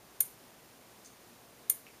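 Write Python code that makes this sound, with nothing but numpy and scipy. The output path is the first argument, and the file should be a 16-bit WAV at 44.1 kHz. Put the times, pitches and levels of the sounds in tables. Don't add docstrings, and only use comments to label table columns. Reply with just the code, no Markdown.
import sys
import numpy as np
from scipy import signal
from scipy.fft import rfft, irfft
from scipy.io import wavfile
from scipy.ndimage import uniform_filter1d

SR = 44100
rng = np.random.default_rng(int(sys.argv[2]) if len(sys.argv) > 2 else 0)


def to_linear_factor(level_db):
    exponent = np.asarray(level_db, float) / 20
    return 10 ** exponent


def pcm_store(signal):
    levels = np.round(np.clip(np.atleast_2d(signal), -1, 1) * 32767)
    wavfile.write(sys.argv[1], SR, levels.astype(np.int16).T)


N = 88200

# (frequency [Hz], level [dB per Hz])
ROOM_TONE_COLOUR = [(25, -21), (90, -9.5), (230, -1.5), (700, -5), (1100, -8), (1400, -10.5), (3500, -15),
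                    (15000, -18)]
# (frequency [Hz], level [dB rms])
MAINS_HUM = [(60, -81), (120, -75.5)]
# (time [s], level [dB])
RATTLE_TICKS = [(1.0475, 2), (1.0502, -3), (1.0515, -6), (1.0545, -1), (1.0575, 1), (1.0597, 3.5),
                (1.062, -1), (1.065, -7), (1.0685, -4), (1.0705, -8), (1.0725, -10), (1.0755, 0),
                (1.0815, -11), (1.094, -14)]
# (frequency [Hz], level [dB], time to fall 60 dB [s])
RATTLE_MODES = [(4660, 0, 0.0044), (5510, -5, .007), (6240, 2, 0.013), (6850, -1, .01), (8040, -2, .008),
                (8750, 0, .005), (9600, -5, .004), (10400, -3, 0.0044), (7440, -4, 0.0054)]
# (time [s], level [dB])
LATE_TICKS = [
    (1.867, 4.5),
    (1.875, -5),
    (1.886, -6),
]
# (frequency [Hz], level [dB], time to fall 60 dB [s])
LATE_TICK_MODES = [(2280, -3, 0.013), (2530, -4, .016), (2820, -3, 0.0059), (5490, -14.5, 0.029)]
# (time [s], level [dB], reflector share [dB])
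SHOTS = [
    (0.2036, 1, 1),
    (1.6964, 1, 3),
]
# (delay [s], level [dB], brightness [dB])
SNAPS = [
    (-0.0001, -6.5, -2),
    (0.0007, -9, -10),
    (0.0016, -32, -11),
    (0.0023, 6, 1.5),
    (0.0043, -2, -19),
    (0.0054, -19, -7),
]
# (frequency [Hz], level [dB])
SPARK_COLOUR = [(800, -34), (1200, -19), (2500, -15), (5200, -16.5), (6300, -7.5), (8800, -7.5),
                (10300, -1), (13500, -1), (15300, -12)]
# (frequency [Hz], level [dB], time to fall 60 dB [s])
MOUNT_MODES = [(10340, -12.5, 0.0061), (11100, -10.5, 0.0086), (6200, -28, 0.0037), (4000, -31, 0.0029),
               (3000, -31.5, 0.0025)]
# (frequency [Hz], level [dB], time to fall 60 dB [s])
TUBE_MODES = [(9259, -11, 0.075), (9220, -30, 0.24), (10000, -26, .05), (10350, -20, 0.071),
              (10424, -21.5, 0.094), (11730, -32, 0.046), (11410, -24, .05), (11570, -24, .05),
              (11700, -24, .07), (12339, -29, .05), (12860, -35, .05), (13150, -20.5, 0.079),
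              (13385, -27.5, .27)]
# (frequency [Hz], level [dB], time to fall 60 dB [s])
REFLECTOR_MODES = [(940, -43.5, 0.068), (1127, -45, .11), (2153, -44.5, 0.16), (4260, -44, 0.074),
                   (6350, -37, 0.062), (6770, -30.5, 0.077), (7234, -31, 0.071), (7300, -31, 0.065),
                   (8370, -35, 0.057), (8545, -50, 0.037)]

SHOT_DB, MAIN_SNAP_S = -12.5, 0.0026
RISE_S = 0.00015
LOW_CUT_HZ = 1100
NEAR_T60_S, ROOM_T60_S = 0.025, 0.29


def convolve(a, b):
    return signal.fftconvolve(a, b)[:N]


def clicks(times, gains):
    out = np.zeros(N)
    for time, gain in zip(times, gains):
        k = int(time * SR) + np.arange(-8, 9)
        out[k] += gain * np.sinc(k - time * SR) * np.hanning(19)[1:-1]
    return out


def ring(modes, swell_s):
    t = np.arange(SR // 2) / SR
    hz, db, t60 = np.array(modes, float).T[:, :, None]
    phase = rng.random((len(modes), 1))
    decay = np.exp(-np.log(1000) * t / t60)
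    tones = to_linear_factor(db) * decay * np.sin(2 * np.pi * (hz * t + phase))
    return tones.sum(0) * (1 - np.exp(-(t + 1 / SR) / swell_s))


def colour(x, table):
    hz = np.maximum(np.arange(len(x) // 2 + 1) * SR / len(x), 1)
    f, db = np.array(table, float).T
    gain = to_linear_factor(np.interp(np.log(hz), np.log(f), db))
    return irfft(rfft(x) * gain * (hz < 15300), len(x))


def low_cut(x):
    return signal.sosfilt(signal.butter(4, LOW_CUT_HZ, "highpass", fs=SR, output="sos"), x)


def fade(start, t60):
    t = np.maximum(np.arange(N) / SR - start, 0)
    return np.exp(-np.log(1000) * t / t60) * (1 - np.exp(-t / RISE_S))


def echoes(t60, gap_s):
    t = np.arange(SR // 2) / SR
    build_up = np.clip(t / gap_s, 0, 1)
    h = rng.standard_normal(len(t)) * np.exp(-np.log(1000) * t / t60) * build_up
    return h / np.sqrt(np.sum(h ** 2))


def room_tone():
    tone_db, flicker_db, hum_waver_db = -57.5, 0.43, 2.3
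    hiss = colour(rng.standard_normal(N), ROOM_TONE_COLOUR)
    walk = uniform_filter1d(rng.standard_normal((2, N)), size=3000, axis=1)
    walk = walk / walk.std()
    t = np.arange(N) / SR
    hum = 0
    for hz, db in MAINS_HUM:
        hum = hum + np.sqrt(2) * to_linear_factor(db + hum_waver_db * walk[1]) * np.sin(2 * np.pi * hz * t)
    return hiss / hiss.std() * to_linear_factor(tone_db + flicker_db * walk[0]) + hum


def contacts(table, modes, db):
    scatter_db = 2.5
    out = 0
    for time, level in table:
        change = scatter_db * rng.standard_normal(len(modes))
        mix = np.array(modes) + np.outer(change, [0, 1, 0])
        out = out + convolve(clicks([time], [to_linear_factor(level + db)]), ring(mix, RISE_S))
    return out


def recharge_rattle():
    return contacts(RATTLE_TICKS, RATTLE_MODES, -51.5)


def late_ticks():
    return contacts(LATE_TICKS, LATE_TICK_MODES, -46.5)


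def spark_blast():
    spark_db, spark_t60_s = -11, 0.0037
    near_db, far_db = -31, -41.5
    air = colour(rng.standard_normal(N), SPARK_COLOUR)
    out = 0
    for time, level, _ in SHOTS:
        envelope = 0
        for delay, db, _ in SNAPS:
            envelope = envelope + to_linear_factor(SHOT_DB + spark_db + db) * fade(time + delay, spark_t60_s)
        envelope = envelope + to_linear_factor(near_db) * fade(time + MAIN_SNAP_S, NEAR_T60_S)
        envelope = envelope + to_linear_factor(far_db) * fade(time + MAIN_SNAP_S, ROOM_T60_S)
        same_air = np.roll(air, int(time * SR)) / air.std()
        out = out + to_linear_factor(level) * envelope * same_air
    return low_cut(out)


def flash_ring():
    swell_s, luck_db = 0.001, 0.7
    delay, db, bright = np.array(SNAPS).T
    mount = ring(MOUNT_MODES, RISE_S)
    sizzle = ring([(13320, 1, 0.0063)], 0.0006)
    tube = ring(TUBE_MODES, swell_s)
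    reflector = ring(REFLECTOR_MODES, swell_s)
    out = 0
    for time, level, share in SHOTS:
        luck = luck_db * rng.standard_normal(len(SNAPS))
        out = out + convolve(clicks(time + delay, to_linear_factor(level + db + luck)), mount)
        out = out + convolve(clicks(time + delay, to_linear_factor(level + db + bright)), sizzle)
        main_snap = clicks([time + MAIN_SNAP_S], [to_linear_factor(level)])
        out = out + convolve(main_snap, tube + to_linear_factor(share) * reflector)
    return to_linear_factor(SHOT_DB) * low_cut(out)


def scene():
    near_db, room_db, small_db = -6.5, -21.5, -3.5
    walls = echoes(ROOM_T60_S, 0.004)
    near = echoes(NEAR_T60_S, 0.00078)
    small = recharge_rattle() + late_ticks()
    shots = flash_ring()
    wet = convolve(shots, to_linear_factor(near_db) * near + to_linear_factor(room_db) * walls)
    wet = wet + to_linear_factor(small_db) * convolve(small, walls)
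    return np.tile(room_tone() + small + spark_blast() + shots + wet, (2, 1))


def roll_off(x):
    return signal.sosfilt(signal.butter(12, 16540, fs=SR, output="sos"), x)


def record(dry):
    notch_hz, notch_width_hz, edge_hz = 7840, 310, 15500
    x = signal.lfilter(*signal.iirnotch(notch_hz, notch_hz / notch_width_hz, fs=SR), dry)
    x = signal.sosfilt(signal.ellip(8, 0.2, 60, edge_hz, fs=SR, output="sos"), x)
    return roll_off(x)


dry = scene()
out = record(dry)
pcm_store(out)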